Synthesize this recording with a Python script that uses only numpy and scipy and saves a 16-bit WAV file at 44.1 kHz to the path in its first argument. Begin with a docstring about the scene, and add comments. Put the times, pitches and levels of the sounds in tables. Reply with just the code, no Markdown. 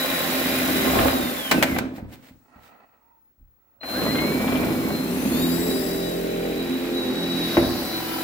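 """A cordless drill bores holes in the steel hood of a car, close by, in a workshop.
Motor and gears whine, fan and brushes hiss; the bit's two lips scrape the sheet and set it droning.
From 1.2 s the drill runs down with clacks and thumps; faint scuffs, rustling and a squeak follow.
At 3.8 s it restarts slowly, speed control singing, and is at full speed by 5.5 s; the listener walks
round the car. At 7.6 s the bit breaks through with a boom, then rubs and chatters in the open hole."""
import sys
import numpy as np
from scipy import signal
from scipy.fft import rfft, irfft, next_fast_len
from scipy.io import wavfile
from scipy.ndimage import uniform_filter1d

SR = 44100
rng = np.random.default_rng(int(sys.argv[2]) if len(sys.argv) > 2 else 0)


def to_wav(sig):
    """Store sig (one row per channel, or 1-D mono) as 16-bit WAV at the path in sys.argv[1].

    Samples outside -1..1 are clipped; the rate is SR.
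    """
    pcm = np.clip(np.atleast_2d(sig), -1, 1) * 32767
    pcm = np.round(pcm).astype(np.int16)
    wavfile.write(sys.argv[1], SR, pcm.T)  # frames by channels


N = 362943
T = np.arange(N) / SR
FULL_WHINE_HZ, WHINE_ORDER, WHINE_CYCLES_PER_LIP = 3900, 12, 90.45
LIP_RASP_DB = 3

# Resonances (frequency [Hz], width [Hz], level [dB])
PANEL_MODES = [(45, 8.9, -14.5), (73.5, 8.4, 0.5), (109.8, 6, 0)]  # whole panel flexing
HOOD_MODES = [(134.8, 2.5, -6), (168.3, 4.2, 1), (211.5, 34, -5), (241, 13, 1.5), (259.4, 12, 9.5),
              (296.4, 24, -1), (324, 10, -3), (392, 3.5, 1.5), (471, 42, -16)]
RIM_MODES = [(510, 43, -5), (534, 39, -5), (577, 9.7, 8), (652, 31, 2.5), (698, 8.5, -6), (770, 32, 1),
             (850, 20, -7), (1055, 12, 4.5)]  # steel round the hole
CHUCK_MODES = [(1450, 30.1, -9), (1543, 24, 3.5), (1734, 16, 0), (1900, 20, 0.5), (2040, 39, 0),
               (2410, 79, -3)]  # bit and chuck
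# Noise spectra (frequency [Hz], density [dB])
GEAR_SPECTRUM = [(760, -23.5), (1300, -5), (1470, 1), (1940, 3.5), (3280, -1), (3990, -1.5), (4290, -11),
                 (4600, -24), (5980, -42.5), (10100, -120)]
SCRAPE_SPECTRUM = [(500, -0.5), (700, -1.5), (950, -4), (1200, -0.5), (1500, 0)]
CLACK_SPECTRUM = [(250, -7.5), (420, -8.5), (660, -1), (1100, -8.5), (1450, -5.5), (2200, -5.5),
                  (3000, -9.5), (4200, -12), (6400, -18), (8000, -16), (10000, -22.5), (16000, -12)]
# Aim of the vents (time [s], leftward aim [dB])
VENT_AIM = [(0, 0.5), (1.5, 4.5), (1.7, 4), (4.2, 3), (5.1, 9.5), (5.4, 11), (6.0, 14.5), (7.3, 9.5),
            (8.23, 8.5)]
# Listener's walk (time [s], place [0 below, 1 behind, 2 beside, 3 ahead of the hood])
WALK = [(5.55, 0), (5.95, 1), (6.5, 1), (6.72, 2), (7.3, 2), (7.6, 3)]
# Effort on the second hole (time [s], push on the hood [dB], gear load [dB])
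SECOND_HOLE = [(3.84, -45, -52), (3.89, -37.5, -39.5), (4.02, -24.5, -36), (4.55, -22.5, -38.5),
               (5.06, -26, -42), (5.42, -21, -38), (6.0, -27, -41), (7.2, -25.5, -38.5), (7.55, -27, -34.5),
               (7.7, -25, -39), (7.89, -31.5, -39), (8.23, -32, -37)]


def from_db(db):
    """Decibels to gain."""
    return 10 ** (np.asarray(db) / 20)


def unit_rms(x):
    """Scale the channel mean to rms 1."""
    return x / np.sqrt(np.mean(np.atleast_2d(x).mean(0) ** 2) + 1e-20)


def curves(rows):
    """Table columns as curves over time."""
    times_s, *columns = np.transpose(rows)
    return [np.interp(T, times_s, column) for column in columns]


def at_hz(points, hz):
    """Interpolate on a log-frequency axis."""
    points_hz, values = np.transpose(points)
    return np.interp(np.log(hz), np.log(points_hz), values)


def drift(rate_hz):
    """Smooth random curve, rms 1."""
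    hop, warm_up = 40, 2000
    pole = np.exp(-2 * np.pi * hop * rate_hz / SR)
    white = rng.standard_normal(N // hop + warm_up + 2)
    slow = signal.lfilter([1], [1, -2 * pole, pole * pole], white)[warm_up:]
    return np.interp(np.arange(N) / hop, np.arange(len(slow)), unit_rms(slow))


def pan(left_db):
    """Stereo gains for a left-minus-right level."""
    return from_db(np.array([[.5], [-.5]]) * left_db)


def lowpass(x, hz, order=2):
    """Butterworth low-pass."""
    return signal.sosfilt(signal.butter(order, hz, fs=SR, output="sos"), x)


def noise(spectrum):
    """Coloured stereo noise with steep skirts; the sides are alike in the bass only."""
    coherence = [(100, 0.72), (300, 0.66), (600, 0.59), (1100, 0.23), (2500, 0.083), (16000, 0.15)]  # (frequency [Hz], left-right likeness [0-1])
    size = next_fast_len(N)
    hz = np.arange(size // 2 + 1) * SR / size + 1
    mid, side = rfft(rng.standard_normal((2, size)))
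    alike = np.clip(at_hz(coherence, hz), 0, 1)
    skirts = np.minimum(1, np.minimum(hz / spectrum[0][0], spectrum[-1][0] / hz)) ** 8
    pair = np.sqrt(1 + alike) * mid + np.sqrt(1 - alike) * side * [[1], [-1]]
    return unit_rms(irfft(pair * skirts * from_db(at_hz(spectrum, hz)), size)[:, :N])


def grains(spectrum, depth_db, rate_hz):
    """Noise with a randomly flickering level."""
    return unit_rms(noise(spectrum) * from_db(depth_db * drift(rate_hz)))


def tone(cycles, waver, rate_hz):
    """Sine whose level and phase waver on each side as reflections shift."""
    a, b = waver * drift(rate_hz), waver * drift(rate_hz)
    angle = 2 * np.pi * cycles
    return unit_rms(np.array([(1 + a) * np.cos(angle + b), (1 + b) * np.sin(angle - a)]))


def resonate(force, modes):
    """Response of parallel two-pole resonances to a force."""
    out = 0
    for hz, width_hz, db in modes:
        r = np.exp(-np.pi * width_hz / SR)
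        poles = [1, -2 * r * np.cos(2 * np.pi * hz / SR), r * r]
        out = out + from_db(db) * signal.lfilter([(1 - r * r) / 2, 0, (r * r - 1) / 2], poles, force + 1e-18)
    return out


def swells(rows, rise_s, fall_s):
    """Rise-hold-fall envelopes; rise and fall times are per 20 dB."""
    return sum(from_db(db - 20 * np.maximum(start_s - T, 0) / rise_s
                       - 20 * np.maximum(T - start_s - hold_s, 0) / fall_s)
               for start_s, hold_s, db in rows) + 1e-12


def ripple(cycles, depth_db):
    """Gain that pulses once a cycle."""
    return from_db(depth_db * np.cos(2 * np.pi * cycles))


def steadied(x, span_s=0.088):
    """Even out slow swells, as under a firm hand."""
    return x / np.sqrt(uniform_filter1d(x.mean(0) ** 2, int(span_s * SR)) + 1e-12)


def effort(kind, release_db_per_s):
    """Gain of "push" or "load" over both holes: quick start, steady release."""
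    first_hole = [(0, -31.5, -30), (.5, -26.5, -29.5), (1.05, -22, -29.5), (1.2, -25, -34),
                  (1.48, -40, -37), (1.55, -19.5, -37), (1.67, -26.5, -40.5), (1.77, -26, -40.5)]  # (time [s], push on the hood [dB], gear load [dB])
    attack_db_per_s, gain = 898, 1e-12
    for rows in (first_hole, SECOND_HOLE):
        db = curves(rows)[("push", "load").index(kind)]
        before_s, after_s = np.maximum(rows[0][0] - T, 0), np.maximum(T - rows[-1][0], 0)
        gain = gain + from_db(db - attack_db_per_s * before_s - release_db_per_s * after_s)
    return gain


def ahead():
    """How far the listener has come round to the front, 0-1."""
    return np.clip(curves(WALK)[0] - 2, 0, 1)


def screening(from_s=5.807, to_s=7.81, edge_s=0.54):
    """How far the worker's body hides the drill, 0-1."""
    return np.clip(np.minimum(T - from_s, to_s - T) / edge_s, 0, 1)


def motor(rotor, whine_db, load, wander_db=1.2):
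    """Whine and weaker tones locked to the rotor; their mix differs in front of the car."""
    side_tones = [(5.75, -18.5, -25), (7.4, -23, -34), (9, -25, -29), (11, -19.5, -15), (13, -21, -17)]  # (rotor order, level below the hood [dB], level ahead [dB])
    whine_gain = from_db(whine_db + wander_db * drift(22))
    whine = whine_gain * tone(WHINE_ORDER * rotor, waver=.38, rate_hz=26) * pan(1)
    front = ahead()
    sides = sum(from_db(below_db + front * (ahead_db - below_db)) * tone(k * rotor, waver=1, rate_hz=6.4)
                for k, below_db, ahead_db in side_tones)
    return whine + load * sides


def gears(pulse, lips, speed, load):
    """Teeth grind and ring the chuck; each resonance comes and goes as the bit leans."""
    wander_db, chuck_db = 4.5, -14 - 14 * screening()
    grind = unit_rms(noise(GEAR_SPECTRUM) * pulse * lip_rasp(lips, speed))
    chuck = unit_rms(sum(from_db(wander_db * drift(2.7)) * resonate(grind, [m]) for m in CHUCK_MODES))
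    return load * (from_db(-3) * grind + from_db(chuck_db) * chuck) * pan(-1.7)


def fan(pulse, tones, speed, aim_db):
    """Air and tones beam from the vents, which face away from the front of the car."""
    air_spectrum = [(2530, -21), (4300, 0), (4610, -3), (5040, 0), (6230, -5), (7700, -3), (8560, -12),
                    (9590, -27), (10000, -10.5), (13000, -35.5), (22000, -120)]  # (frequency [Hz], density [dB])
    level_db = -8.85 + 0.38 * aim_db - 7.5 * screening() - 3.5 * ahead()
    gain = effort("load", release_db_per_s=230) * speed ** 0.15 * from_db(level_db)
    return gain * steadied(unit_rms(noise(air_spectrum) * pulse) + tones) * pan(0.78 * aim_db)


def brushes(pulse, buzz, surge, aim_db):
    """Brushes hiss and buzz through the vents, louder under torque."""
    hiss_spectrum = [(5760, -33), (9800, -2.5), (10500, 2.5), (14700, 2.5), (15100, 9), (16000, -12)]  # (frequency [Hz], density [dB])
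    level_db = -4 + 0.22 * aim_db - 8 * screening() + 3 * surge
    gain = effort("load", release_db_per_s=350) * from_db(level_db)
    return gain * steadied(unit_rms(noise(hiss_spectrum) * pulse) + buzz) * pan(0.76 * aim_db)


def drive_train(rotor, lips, speed, load):
    """Gears, fan and brushes pulse together; their tones stand out at speed and under torque."""
    brush_orders = [(31, -21), (32, -22.5), (33, -18), (34, -21.5), (36, -15.5), (37, -21), (38, -21.5),
                    (39, -15.5), (40, -15), (41, -21), (42, -20.5), (43, -15), (44, -21), (45, -17),
                    (47, -15.5), (48, -15.5)]  # (rotor order, level [dB])
    gear_fan_orders = [(14, -16.5), (15, -11), (16, -20.5), (18, -17.5), (20, -21), (21, -20.5),
                       (22, -19.5), (23, -21), (24, -13.5), (26, -24), (27, -19.5), (28, -25), (30, -23.5)]  # (rotor order, level [dB])
    surges = [(5.39, 0.1703, -5)]  # (time [s], hold [s], share of full torque [dB])
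    pulse = ripple(lips, depth_db=-0.95) * from_db(drift(250))
    aim_db = curves(VENT_AIM)[0]
    surge = np.minimum(swells(surges, rise_s=0.27, fall_s=0.31), 1)
    rotor_hz = speed * FULL_WHINE_HZ / WHINE_ORDER
    sing = from_db(.3 * aim_db + 4 * surge - 5 * screening() - 1) * np.minimum(rotor_hz / 290, 1) ** 3
    shaken = rotor + .004 * surge * drift(90)  # play in the gears
    buzz, tones = (sing * sum(from_db(db) * tone(k * shaken, waver=0.91, rate_hz=13) for k, db in orders)
                   for orders in (brush_orders, gear_fan_orders))
    grind = gears(pulse, lips, speed, load)
    vented = fan(pulse, tones, speed, aim_db) + brushes(pulse, buzz, surge, aim_db)
    return grind + arm_reflection(vented)


def lip_rasp(lips, speed):
    """Gain that peaks as each lip digs in, harder at low speed."""
    dig = np.cos(np.pi * lips) ** 8
    return from_db(LIP_RASP_DB / np.maximum(speed, .75) * (dig - dig.mean()))


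def drone(lips, waver_db=1.6):
    """Even cuts ring the sheet at multiples of the lip rate; each place hears its own mix."""
    # Mix at each place (lip order, level [dB])
    below = [(1, -20), (2, -12.5), (3, -17), (4, -6.5), (5, -16.5), (6, 5.5), (7, -15), (8, -1.5),
             (9, -6.5), (10, -16), (11, -18), (12, -15.5), (13, -18), (14, -16.5), (15, -18), (16, -19.5)]
    behind = [(1, -9), (2, -27), (3, -9.5), (4, 0.5), (5, -3), (6, -11.5), (7, 0), (8, -2), (9, 3.5),
              (10, -2.5), (11, -5), (12, -3), (13, -10), (14, -3.5), (15, -7.5), (16, -12), (17, -13),
              (18, -12), (19, -18), (20, -28)]
    beside = [(1, -18), (2, -32), (3, -13), (4, -14), (5, -9), (6, 1.5), (7, -13), (8, 1), (9, -6),
              (10, -10), (11, -15), (12, -7.5), (13, -18), (14, -26), (15, -17), (16, -15), (17, -25),
              (18, -14), (19, -21), (20, -16)]
    in_front = [(1, -18), (2, -13), (3, -7.5), (4, -6.5), (5, -3.5), (6, -0.5), (7, -2.5), (8, -5.5),
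                (9, -10), (10, -6), (11, -8), (12, -24), (17, -7)]
    note_swells = [(5.47, .11, 4, 0), (5.45, 0.14, 8, -4.5), (5.63, 0.16, 10, -2), (5.75, 0.22, 9, -6),
                   (5.719, 0.06, 6, 0), (6.201, 0.3, 10, -2), (6.45, 0.19, 11, -7), (6.05, 0.39, 12, -6),
                   (6.72, 0.38, 6, -3.5), (6.7, 0.28, 8, -5), (6.84, 0.13, 10, -3), (6.96, 0.16, 12, -7),
                   (7.02, .1, 9, -8), (7.1, .27, 5, -8), (7.219, 0.24, 4, -1.5), (7.3, 0.11, 7, -4),
                   (7.53, 0.25, 8, 3), (7.93, .3, 7.5, 5.5)]  # (time [s], hold [s], lip order, level [dB])
    place = curves(WALK)[0]
    cycles, out = lips + .01 * drift(3.9), 0
    for k in [*range(1, 21), 7.5]:
        place_db = [dict(mix).get(k, -30) for mix in (below, behind, beside, in_front)]
        notes = [(start_s, hold_s, db) for start_s, hold_s, order, db in note_swells if order == k]
        gain = from_db(np.interp(place, range(4), place_db)) + swells(notes, rise_s=.13, fall_s=.13)
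        gain = gain * from_db(waver_db * drift(4.3))
        angle = 2 * np.pi * (k * cycles + rng.random() + .02 * drift(3))
        spread_rad = np.array([[1], [-1]]) * rng.normal() * k * .03
        out = out + gain * np.cos(angle + spread_rad)
    return steadied(out, span_s=0.24)


def cutting(lips, speed, load):
    """A fast bit cuts evenly and drones; slow or grabbing, it tears chips that shake the sheet and rasp."""
    grabs = [(.03, 0.069, -66), (.99, 0.058, -20), (1.73, 0.018, -39), (4.0, 0.019, -35.5),
             (4.19, 0.086, -40), (4.52, 0.13, -36), (5.3, 0.65, -48), (7.63, 0.19, -40)]  # (time [s], hold [s], level [dB])
    push, grab = effort("push", release_db_per_s=60), swells(grabs, rise_s=0.15, fall_s=0.19)
    best_evenness = np.where(T < SECOND_HOLE[0][0], 0.44, 0.78)
    evenness = np.clip(best_evenness * speed ** 4.8 / (1 + 30 * (grab / push) ** 2), 0, .98)
    bite = from_db(2 * drift(120))
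    tearing = lowpass(bite * (rng.standard_normal(N) + 0.3 * rng.standard_normal((2, N))), hz=2160)
    flex_gain = from_db(-6.5) * (from_db(-18.5) * push + grab)
    flex = flex_gain * steadied(resonate(tearing, PANEL_MODES), span_s=0.04)
    rumble = steadied(resonate(tearing, HOOD_MODES))
    body = push * from_db(0.57) * (np.sqrt(evenness) * drone(lips) + np.sqrt(1 - evenness) * rumble)
    rasp = unit_rms(noise(SCRAPE_SPECTRUM) * bite * lip_rasp(lips, speed))
    rim = from_db(-3) * np.sqrt(1 - .9 * evenness) * unit_rms(resonate(rasp, RIM_MODES))
    scrape_gain = load * from_db(0.5) * speed ** -0.067 + from_db(-6.5) * grab
    return (flex + body) * pan(-1.1) + scrape_gain * (rim * pan(1.1) + from_db(-10) * rasp * pan(-9))


def hood_delay(sheet):
    """The hood is on the left, so the right side hears it later."""
    right_lag = [(.3, .00002), (1.2, .0004), (1.8, 0.00028), (2.6, 0), (4.8, 0.0002), (5.7, 0.00023),
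                 (6.3, 0.00039), (7, 0), (8.23, 0.000043)]  # (time [s], lag [s])
    left, right = sheet
    return np.array([left, np.interp(T - curves(right_lag)[0], T, right)])


def room_tone(line_hz=15733):
    """Faint room noise; a picture tube whistles at its line rate."""
    room_spectrum = [(30, -3.5), (75, 1), (180, -11.5), (250, -4.5), (630, -16), (1400, -17), (2800, -28.5),
                     (12000, -30.5), (15000, -35)]  # (frequency [Hz], density [dB])
    return from_db(-72) * noise(room_spectrum) + from_db(-68.5) * tone(line_hz * T, waver=.45, rate_hz=8)


def catches(rise_s=0.0019, t20_s=0.045):
    """Short crunches as a lip catches and tears off the burr."""
    crunches = [(.854, -31), (.889, -32), (.986, -21.5), (1.081, -24.5), (4.015, -34.5), (4.152, -32),
                (4.183, -33), (4.475, -33), (4.522, -35), (4.553, -33), (4.631, -36), (4.668, -39),
                (4.948, -40)]  # (time [s], level [dB])
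    crunch_spectrum = [(500, -2), (1300, -3), (2500, -3), (3700, -6.5)]  # (frequency [Hz], density [dB])
    bursts = sum(from_db(db - 20 * np.maximum(T - start_s - rise_s, 0) / t20_s)
                 * np.clip((T - start_s) / rise_s, 0, 1) for start_s, db in crunches)
    return bursts * grains(crunch_spectrum, depth_db=2.5, rate_hz=400)


def speed_control(hz=4104):
    """The speed control sings while the trigger is half pressed."""
    levels = [(1.1, -100), (1.2, -53), (1.35, -53), (1.6, -110), (3.798, -100), (3.81, -46), (3.9, -37),
              (4.1, -35.5), (4.26, -38.5), (4.45, -50.5), (4.88, -51.5), (4.95, -40), (5.15, -54),
              (5.7, -110)]  # (time [s], level [dB])
    return from_db(curves(levels)[0]) * tone(hz * T, waver=0.12, rate_hz=42) * pan(5.8)


def clacks():
    """The bit snags: steel knocks on steel and rings the chuck and the rim of the hole. Softer clicks follow as
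    the drill is handled in the pause and as the trigger is pressed at the restart."""
    clack_events = [(1.5119, -14.5, 0.0012, 0.033, 15100), (1.5148, -16, 0.00045, 0.015, 15000),
                    (1.524, -22, 0.00085, 0.019, 9000), (1.625, -12.5, 0.0014, 0.021, 15100),
                    (1.631, -19, 0.0011, 0.032, 11900), (1.76, -24, 0.0043, 0.037, 2510),
                    (1.784, -21, 0.0033, 0.019, 15000), (1.98, -39, 0.0018, 0.055, 1570),
                    (2.555, -51, .002, 0.045, 1600), (3.809, -50, .002, 0.063, 3000),
                    (3.831, -33, 0.0012, 0.067, 2500), (7.568, -11.5, .002, 0.031, 1200),
                    (7.577, -20, 0.0017, 0.038, 1480), (7.625, -21, 0.0022, 0.041, 900)]  # (time [s], level [dB], rise [s], 30 dB decay [s], low-pass [Hz])
    grit, knocks = grains(CLACK_SPECTRUM, depth_db=1, rate_hz=400), np.zeros((2, N))
    t = T[:SR // 3]
    for start_s, db, rise_s, t30_s, top_hz in clack_events:
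        span = slice(round(start_s * SR), round(start_s * SR) + len(t))
        burst = from_db(db - 30 * np.maximum(t - rise_s, 0) / t30_s) * np.minimum(t / rise_s, 1)
        knocks[:, span] += lowpass(burst * grit[:, span], top_hz)
    chuck = from_db(-1.5) * resonate(knocks, CHUCK_MODES)
    rim = from_db(-4.5) * resonate(knocks.mean(0), RIM_MODES)
    return (knocks + chuck + rim) * pan(0.77)


def thumps():
    """The sheet springs or is bumped: half-sine pushes, duller with longer contact."""
    bumps = [(1.519, -18, 0.00054), (1.546, -13, 0.00057), (1.724, -16.5, 0.003), (1.84, -22, 0.0025),
             (1.981, -23, 0.0015), (2.025, -23, 0.004), (2.309, -39, 0.004), (2.559, -43, 0.0052),
             (3.38, -50, 0.019), (3.41, -43, 0.017), (7.57, -12.5, 0.00024), (7.578, -12, 0.0033),
             (7.625, -19, 0.0026), (7.657, -19.5, 0.0051)]  # (time [s], peak [dB], contact [s])
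    out = np.zeros(N)
    for start_s, db, contact_s in bumps:
        force = np.sin(np.pi * np.minimum(T[:SR // 2] / contact_s, 1))
        ring = resonate(force, PANEL_MODES + HOOD_MODES + RIM_MODES)
        at = round(start_s * SR)
        out[at:at + len(ring)] += (from_db(db) * ring / np.abs(ring).max())[:N - at]
    return out * pan(-1)


def workshop(x, wet_db=-8, t60_s=0.42):
    """Add a diffuse stereo tail, dulled by the clutter."""
    t = T[:SR * 3 // 4]
    tail = rng.standard_normal((2, len(t))) * from_db(-60 * t / t60_s) * (t > .006)
    tail = lowpass(tail / np.sqrt(np.sum(tail[0] ** 2)), hz=6000, order=1)
    return x + from_db(wet_db) * signal.fftconvolve(x, tail, axes=1)[:, :N]


def scuffs():
    """The drill slides softly as it is drawn back and set down."""
    slides = [(1.968, 0.0078, -47.5), (2.13, 0.012, -47), (2.24, 0.051, -54.5), (2.635, 0.045, -56)]  # (time [s], hold [s], level [dB])
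    return swells(slides, rise_s=0.051, fall_s=0.047) * grains(CLACK_SPECTRUM, depth_db=2, rate_hz=200)


def rustling():
    """Thin, high rustle of a sleeve."""
    rustles = [(2.25, 0.38, -77)]  # (time [s], hold [s], level [dB])
    cloth_spectrum = [(4000, 0.5), (7500, 1), (11000, -5), (14000, -5.5)]  # (frequency [Hz], density [dB])
    return swells(rustles, rise_s=.2, fall_s=0.74) * noise(cloth_spectrum)


def shuffling():
    """Soft, grainy shuffling stirs up a faint ring."""
    shuffles = [(2.54, 0.029, -56.5), (2.72, 0.074, -59.5), (3.62, 0.081, -76)]  # (time [s], hold [s], level [dB])
    shuffle_spectrum = [(120, -25), (200, -6), (248, 0.5), (343, -10), (822, -1), (1160, -9), (1340, -9),
                        (1690, -16), (2500, -18), (3500, -30), (4550, -25), (7700, -120)]  # (frequency [Hz], density [dB])
    ring_modes = [(1323, 58, -5), (1923, 90, -4), (2556, 130, -10)]  # (frequency [Hz], width [Hz], level [dB])
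    grit = grains(shuffle_spectrum, depth_db=2, rate_hz=60)
    ring = from_db(-7.5) * unit_rms(resonate(grit, ring_modes))
    return swells(shuffles, rise_s=0.16, fall_s=0.37) * (grit + ring) * pan(-3.5)


def squeak(top_hz=935, sag_hz=45.3, edge_s=0.11):
    """A thin squeak that arches in pitch."""
    squeaks = [(3.06, 0.108, -68.5)]  # (time [s], hold [s], level [dB])
    start_s, hold_s, _ = squeaks[0]
    hz = top_hz - sag_hz * np.minimum(((T - start_s - hold_s / 2) / edge_s) ** 2, 2)
    return swells(squeaks, edge_s, edge_s) * tone(np.cumsum(hz) / SR, waver=0.64, rate_hz=42) * pan(-3.5)


def arm_reflection(x):
    """An echo off the raised arm; its shrinking detour sweeps a comb up through the treble."""
    detour = [(4.9, .00052, 0), (5.15, .00049, .35), (5.35, .000445, .35), (5.55, .000402, .4),
              (5.8, .000385, .4), (6.25, .000372, 0)]  # (time [s], delay [s], strength [0-1])
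    delay_s, strength = curves(detour)
    echo = np.array([np.interp(T - delay_s, T, side) for side in x])
    return (x + strength * echo) / np.sqrt(1 + strength ** 2)


def grating(lips, width_hz=220, edge_s=0.19):
    """The leaning bit grates in a narrow band, pulsing with the lips."""
    grates = [(5.18, 0.19, -46.5, 2602), (5.6, .3, -47.5, 1950), (6.3, 0.52, -48, 2370)]  # (time [s], hold [s], level [dB], pitch [Hz])
    force = noise(GEAR_SPECTRUM) * ripple(lips, LIP_RASP_DB)
    return sum(swells([event], edge_s, edge_s) * unit_rms(resonate(force, [(hz, width_hz, 0)]))
               for *event, hz in grates)


def rubbing():
    """The flank of the bit rubs in the widening hole."""
    rubs = [(7.55, 0.18, -41), (8.1, .12, -50)]  # (time [s], hold [s], level [dB])
    rub_spectrum = [(4500, 6.5), (4900, 1), (5600, 0)]  # (frequency [Hz], density [dB])
    return swells(rubs, rise_s=0.9974, fall_s=0.74) * noise(rub_spectrum)


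def breakthrough(start_s=7.573, level_db=-7, hz=339, rise_s=0.0059):
    """The freed steel booms: it swings up in a few cycles, drops fast, then rings on."""
    drop_t60_s, tail_t60_s, tail_db = 0.094, 1, -19
    t = np.maximum(T - start_s, 0)
    past_peak_s = np.maximum(t - rise_s, 0)
    fall = from_db(-60 * past_peak_s / drop_t60_s) + from_db(tail_db - 60 * past_peak_s / tail_t60_s)
    return from_db(level_db) * np.minimum(t / rise_s, 1) * fall * np.sin(2 * np.pi * hz * t)


def chattering(rotor, lips, gear_order=9):
    """Each lip catches and rings the edge of the open hole; the loaded gears sing."""
    chatters = [(8.1, 0.1203, -36.5)]  # (time [s], hold [s], level [dB])
    edge_modes = [(787, 62, 2), (976, 37, 7.5), (1330, 55, -1.5), (1610, 30.2, -1), (1837, 66, -4)]  # (frequency [Hz], width [Hz], level [dB])
    bites = noise(SCRAPE_SPECTRUM) * ripple(lips, depth_db=10)
    gear_tone = from_db(-11) * tone(gear_order * rotor, waver=0.33, rate_hz=8)
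    return swells(chatters, rise_s=0.37, fall_s=.3) * (unit_rms(resonate(bites, edge_modes)) + gear_tone)


def scene():
    """One speed curve drives motor, gears and bit."""
    # Motor whine (time [s], pitch [Hz], level [dB])
    run_down = [(0, 3939, -34), (.28, 3920, -42), (1.14, 3930, -41.5), (1.24, 3657, -39), (1.35, 3585, -51),
                (1.39, 3478, -42), (1.49, 3058, -39), (1.66, 2327, -42.5), (1.75, 2020, -39.5),
                (1.93, 1000, -105)]
    slow_start = [(3.8, 699, -100), (3.93, 1312, -47), (3.956, 1507, -42), (3.99, 1690, -36),
                  (4.03, 1823, -48), (4.072, 1940, -40), (4.19, 2138, -37), (4.35, 2293, -41),
                  (4.57, 2364, -39), (4.73, 2296, -48), (4.92, 2245, -51), (5.0, 2343, -54),
                  (5.07, 2584, -49), (5.14, 2783, -62)]
    full_speed = [(5.28, 3223, -56), (5.35, 3529, -44.5), (5.44, 3813, -35.5), (5.49, 3854, -45),
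                  (5.65, 3901, -45), (5.729, 3912, -37.5), (5.82, 3886, -51), (5.92, 3912, -43.5),
                  (6.11, 3905, -40.5), (6.16, 3901, -50), (6.38, 3938, -49), (6.7, 3895, -42.5),
                  (6.92, 3915, -51.5), (6.972, 3924, -35), (7.111, 3871, -44), (7.29, 3903, -35.5),
                  (7.57, 3846, -36), (7.83, 4012, -45), (7.94, 4000, -37.5), (8.12, 3970, -52),
                  (8.23, 3990, -42)]
    whine_hz, whine_db = curves(run_down + slow_start + full_speed)
    whine_hz = whine_hz * (1 + .0012 * drift(18))
    speed, whine_cycles = whine_hz / FULL_WHINE_HZ, np.cumsum(whine_hz) / SR
    rotor, lips = whine_cycles / WHINE_ORDER, whine_cycles / WHINE_CYCLES_PER_LIP  # phases [cycles]
    load = effort("load", release_db_per_s=137)
    drill = motor(rotor, whine_db, load) + drive_train(rotor, lips, speed, load) + speed_control()
    room = room_tone()
    sheet = hood_delay(cutting(lips, speed, load) + workshop(thumps()) + breakthrough())
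    bit = catches() + grating(lips) + rubbing() + chattering(rotor, lips)
    handling = workshop(clacks() + scuffs()) + shuffling() + squeak() + rustling()
    return drill + room + sheet + bit + handling


def record(dry, low_cut_hz=34, high_cut_hz=15850):
    """Cut the deepest bass, round the peaks, cut the top."""
    thin = signal.sosfilt(signal.butter(3, low_cut_hz, "high", fs=SR, output="sos"), dry)
    rounded = 1.292 * np.tanh(thin / 1.353)
    return signal.sosfilt(signal.ellip(12, .1, 80, high_cut_hz, fs=SR, output="sos"), rounded)


dry = scene()
out = record(dry)
to_wav(out)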